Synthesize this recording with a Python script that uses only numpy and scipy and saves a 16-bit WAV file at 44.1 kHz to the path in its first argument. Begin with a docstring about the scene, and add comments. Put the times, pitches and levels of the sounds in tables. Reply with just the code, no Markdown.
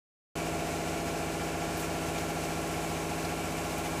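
"""On a workshop bench a liquid filling machine runs steadily, heard close up on a hand-held mono microphone.
Eleven uneven gear teeth knock the pump housing in the same pattern on every turn.
Behind them a fan rushes, motors whine, metal rattles, and a few faint knocks and hisses come through.
The microphone moves, mostly near the end, so some of the pump's tones grow while others fade."""
import sys
import numpy as np
from scipy import signal
from scipy.fft import rfft, irfft
from scipy.io import wavfile
from scipy.ndimage import map_coordinates

SR = 44100
rng = np.random.default_rng(int(sys.argv[2]) if len(sys.argv) > 2 else 0)


def store_wav(level_fs):
    """Save 16-bit WAV to argv[1]."""
    pcm = np.round(np.clip(np.atleast_2d(level_fs), -1, 1) * 32767)
    wavfile.write(sys.argv[1], SR, pcm.T.astype(np.int16))


N = 176400

SHAFT_HZ = 14.726  # turns of the gear each second
# How hard the gear teeth knock. 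Each entry: one tooth's strength in dB, compared with the others.
TEETH_DB = [0.5, -7, -1.5, -0.5, -2.5, -9.5, -7.5, 1.5, 2.5, -8.5, 4]


def undb(db):
    """Turn decibels into a number to multiply by."""
    return 10 ** (np.asarray(db) / 20)


def level(x, db):
    """Set a sound's average (rms) level in dB."""
    return x * undb(db) / np.sqrt(np.mean(x ** 2))


def curve(rows):
    """Join (seconds, value) points with straight lines."""
    return np.interp(np.arange(N) / SR, *np.array(rows).T)


def drift(rate):
    """A smooth random wander of about 1 either way, changing rate times a second."""
    points = rng.standard_normal(1024)
    wander = map_coordinates(points, [np.arange(0, N, 64) / SR * rate], mode="wrap")
    return level(wander, db=0).repeat(64)[:N]


def colour(x, rows):
    """Shape a sound's lows and highs along (Hz, dB) points."""
    hz, db = np.array(rows).T
    f = np.maximum(np.fft.rfftfreq(N, 1 / SR), 1)
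    return irfft(rfft(x) * undb(np.interp(np.log(f), np.log(hz), db)), N)


def highs(x, hz):
    """Keep the part of a sound above hz."""
    f = np.fft.rfftfreq(N, 1 / SR)
    return irfft(rfft(x) * (1 - 1 / (1 + (f / hz) ** 8)), N)


def resonance(x, hz, width_hz):
    """Keep the part of a sound around hz."""
    f = np.maximum(np.fft.rfftfreq(N, 1 / SR), 1)
    return irfft(rfft(x) / (1 + ((f * f - hz * hz) / (f * width_hz)) ** 2), N)


def burst(t, start, db, hz, width_hz, decay_s):
    """A band of noise that starts at once and dies away."""
    noise = level(resonance(rng.standard_normal(N), hz, width_hz), db)
    return noise * (t >= start) * np.exp(-np.maximum(t - start, 0) / decay_s)


def steel_covers(x, ripple_db=1.22, spacing_hz=49.9):
    """The covers ring at many pitches, adding narrow peaks and dips all through the treble."""
    f = np.fft.rfftfreq(N, 1 / SR)
    ripple = map_coordinates(rng.standard_normal(1024), [f / spacing_hz], mode="wrap")
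    return irfft(rfft(x) * undb(ripple_db * ripple * np.minimum(f / 2000, 1)), N)


def fan_rush(turns, flicker_db=0.64):
    """The fan and bearings make a rushing noise that rasps with each tooth and each turn."""
    # The tone of the rush. Each row: frequency in Hz, relative strength in dB.
    rush_shape = [(20, -89), (45, -86.9), (100, -74), (140, -74.5), (300, -76.5), (550, -75.5), (720, -69),
                  (900, -77), (1250, -82.5), (1550, -79), (1950, -78.5), (2350, -74.5), (3000, -78.5),
                  (3300, -83.5), (5000, -84.4), (6800, -82.0), (8200, -83.5), (9000, -87), (11500, -88),
                  (14000, -95.3), (15300, -94)]
    # Slow changes in the treble. Each row: time in seconds, boost or cut in dB.
    treble_changes = [(.35, -1), (1.6, -1.3), (2.1, 0), (3, -0.3), (4, 0.5)]
    tooth_rasp = .06 * np.cos(2 * np.pi * len(TEETH_DB) * turns)
    turn_rasp = .054 * np.cos(2 * np.pi * (turns - .8))
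    air = rng.standard_normal(N) * (2.5 + tooth_rasp + turn_rasp) * undb(flicker_db * drift(40))
    air = level(steel_covers(colour(air, rush_shape)), db=-39.5)
    return air + highs(air, hz=9000) * (undb(curve(treble_changes)) - 1)


def whine(hz, wander_hz):
    """A pure tone whose pitch wanders a little."""
    return np.sin(2 * np.pi * np.cumsum(hz + wander_hz * drift(12)) / SR)


def motors(turns):
    """The spinning motors hum and whine, and a gear's whine swells once a turn."""
    # Tones of the motors and drive. Each row: pitch in Hz, level in dB, pitch wander in Hz.
    motor_tones = [(49.6, -67, .1), (82.5, -53.5, 0.44), (135.7, -60.5, 2), (217.5, -62, 1.3),
                   (691, -56.5, 3), (814.5, -52.5, 2.52), (1105, -60.5, 12), (2294, -59.5, 4.7),
                   (2847, -67, 8.97)]
    hum = sum(level(whine(hz, wander), db) for hz, db, wander in motor_tones)
    swell = np.exp(np.cos(2 * np.pi * (turns - .17)))
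    return hum + level(whine(hz=1364, wander_hz=0.38) * swell, db=-55)


def rattle(swing_db=3.5):
    """Shaking metal makes a thin rattle that comes and goes."""
    shake = rng.standard_normal(N) * undb(swing_db * np.tanh(drift(25)))
    return level(resonance(shake, hz=2300, width_hz=380), db=-55)


def knocks(t):
    """The machine gives a few faint knocks and ticks."""
    # Each row is a knock: start in seconds, level in dB, pitch in Hz, width in Hz, fade in seconds.
    hits = [(1.396, -43, 1900, 900, .012), (2.159, -42, 2300, 1400, .025), (2.181, -38, 3000, 5000, .012),
            (3.25, -38, 4700, 1500, 0.0046)]
    return sum(burst(t, *row) for row in hits)


def hisses(t):
    """The machine lets out short, bright spurts of hiss."""
    # Each row is a spurt: start in seconds, level in dB, fade in seconds.
    spurts = [(1.770, -38, 0.015), (1.795, -41.5, 0.043), (2.893, -45, .01), (3.781, -42, .014)]
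    return sum(burst(t, start, db, hz=8700, width_hz=21000, decay_s=fade) for start, db, fade in spurts)


def microphone_shift_db(hz, metres, swing_db=2):
    """The microphone moves through a tone's loud and quiet spots in the room (a standing wave)."""
    # Bands that fade or grow on the way. Each row: centre in Hz, width in Hz, change in dB per metre.
    bands = [(490, 130, -6), (680, 14, -32), (1080, 6.3, 31)]
    start = rng.uniform(0, 2 * np.pi)
    wave = np.sin(4 * np.pi * hz * metres / 343 + start) - np.sin(start)  # sound travels at 343 m/s
    depth_db = swing_db * min(hz / 800, 1) ** 2  # tones below 800 Hz shift less
    db_per_metre = sum(slope * np.exp(-((hz - centre) / width) ** 2) for centre, width, slope in bands)
    return depth_db * wave + db_per_metre * metres


def tooth_taps(count, play_s=.0004):
    """Describe one turn's taps and chug as tones at 0 to count times the shaft rate."""
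    teeth, multiples = len(TEETH_DB), np.arange(count + 1)
    slip = play_s * SHAFT_HZ * rng.standard_normal(teeth)  # each tooth is a little early or late
    places = .012 + np.arange(teeth) / teeth + slip  # in turns
    taps = np.exp(-2j * np.pi * np.outer(multiples, places)) @ undb(TEETH_DB)
    # The chug: the housing's ring near 704.5 Hz swells 0.94 of the way through the turn.
    chug = undb(18) * np.exp(-((multiples * SHAFT_HZ - 704.5) / 29) ** 2)
    return taps + chug * np.exp(-2j * np.pi * multiples * .94)


def pump(turns, flutter_db=0.42):
    """The teeth tap the housing the same way every turn, so it sounds at multiples of the shaft rate."""
    # Tones of the housing. Each row: multiple of the shaft rate, relative level in dB.
    housing_tones = [(1, -29), (2, -38), (3, -27), (4, -6), (5, -18), (6, -6.5), (7, -16.5), (8, -24),
                     (9, -22.5), (10, -11.5), (11, 1), (12, -12), (13, -19.5), (14, -12), (15, -11),
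                     (16, -22.5), (17, -7), (18, -6), (19, -13.5), (20, -17), (21, -18.5), (22, 0),
                     (23, -8.5), (24, -11.5), (25, -24), (26, -6), (27, -9), (28, -8.5), (29, -4.5),
                     (30, -12.5), (31, -12), (32, -16.5), (33, -7.5), (34, -26), (35, -14), (36, -20.5),
                     (37, -11), (38, -15.5), (39, -12), (40, -11), (41, -11.5), (42, -8), (43, -22),
                     (44, -11.5), (45, -8.5), (46, -4), (47, -10), (48, -5), (49, -7.5), (50, -17.5),
                     (51, -30), (52, -14), (53, -15), (54, -13.5), (55, -17), (56, -8), (57, -8.5),
                     (58, -36), (59, -21.5), (60, -23.5), (61, -19), (62, -25), (63, -28.5), (64, -30),
                     (65, -16), (66, -13), (67, -24), (68, -25), (69, -19), (70, -27), (71, -21), (72, -14),
                     (73, -15.5), (74, -18.5), (75, -17), (76, -39), (77, -16.5), (78, -19), (79, -18),
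                     (80, -19.5), (81, -20), (82, -24.5), (83, -27), (84, -20), (85, -36), (86, -30),
                     (87, -30), (88, -28), (89, -22), (90, -31), (91, -57), (92, -12), (93, -17.5),
                     (94, -30), (95, -25), (96, -17), (97, -14), (98, -34), (99, -26), (100, -30),
                     (101, -21), (102, -31), (103, -19.5), (104, -25), (105, -33), (106, -26), (107, -37),
                     (108, -29), (109, -24), (110, -22), (111, -25), (112, -22), (113, -24), (114, -22),
                     (115, -36), (116, -20), (117, -35), (118, -16), (119, -28), (120, -29), (121, -42),
                     (122, -32)]
    # The microphone's path. Each row: time in seconds, distance moved in metres.
    microphone_path = [(0, 0), (1.5, 0.031), (2.8, 0.081), (3.1, .12), (3.5, 0.24), (4, 0.32)]
    # How bench and room blur the taps. Each row: frequency in Hz, typical phase shift in radians.
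    room_blur = [(100, 1.56), (470, 1.08), (560, 0.22), (860, 0.25), (1000, 1.16)]
    taps = tooth_taps(count=len(housing_tones))
    step = 50  # samples between updates of a tone's loudness
    metres = curve(microphone_path)[::step]
    sound = 0
    for multiple, db in housing_tones:
        hz = multiple * SHAFT_HZ
        blur = np.interp(hz, *np.array(room_blur).T) * rng.standard_normal()
        phase = np.angle(taps[multiple]) + blur  # lines the tones up so they add into taps
        change_db = microphone_shift_db(hz, metres) + flutter_db * drift(6)[::step]
        gain = level(undb(change_db), db).repeat(step)[:N]
        sound = sound + gain * np.cos(2 * np.pi * multiple * turns + phase)
    return level(sound, db=-34.5)


def scene():
    """The whole machine straight ahead, the same in both ears."""
    t = np.arange(N) / SR
    turns = SHAFT_HZ * t + .0004 * drift(4.65)  # turns so far, with a slight wobble
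    machine = pump(turns) + motors(turns) + fan_rush(turns) + rattle() + knocks(t) + hisses(t)
    return np.array([machine, machine])


def record(dry):
    """The sound cuts in with the machine already running; the highest treble is removed."""
    start_s, fade_in_s, top_hz = .354, .0016, 15250
    opening = np.clip((np.arange(N) / SR - start_s) / fade_in_s, 0, 1)
    treble_cut = signal.ellip(12, .1, 80, top_hz, fs=SR, output="sos")
    return signal.sosfilt(treble_cut, dry * opening)


dry = scene()
out = record(dry)
store_wav(out)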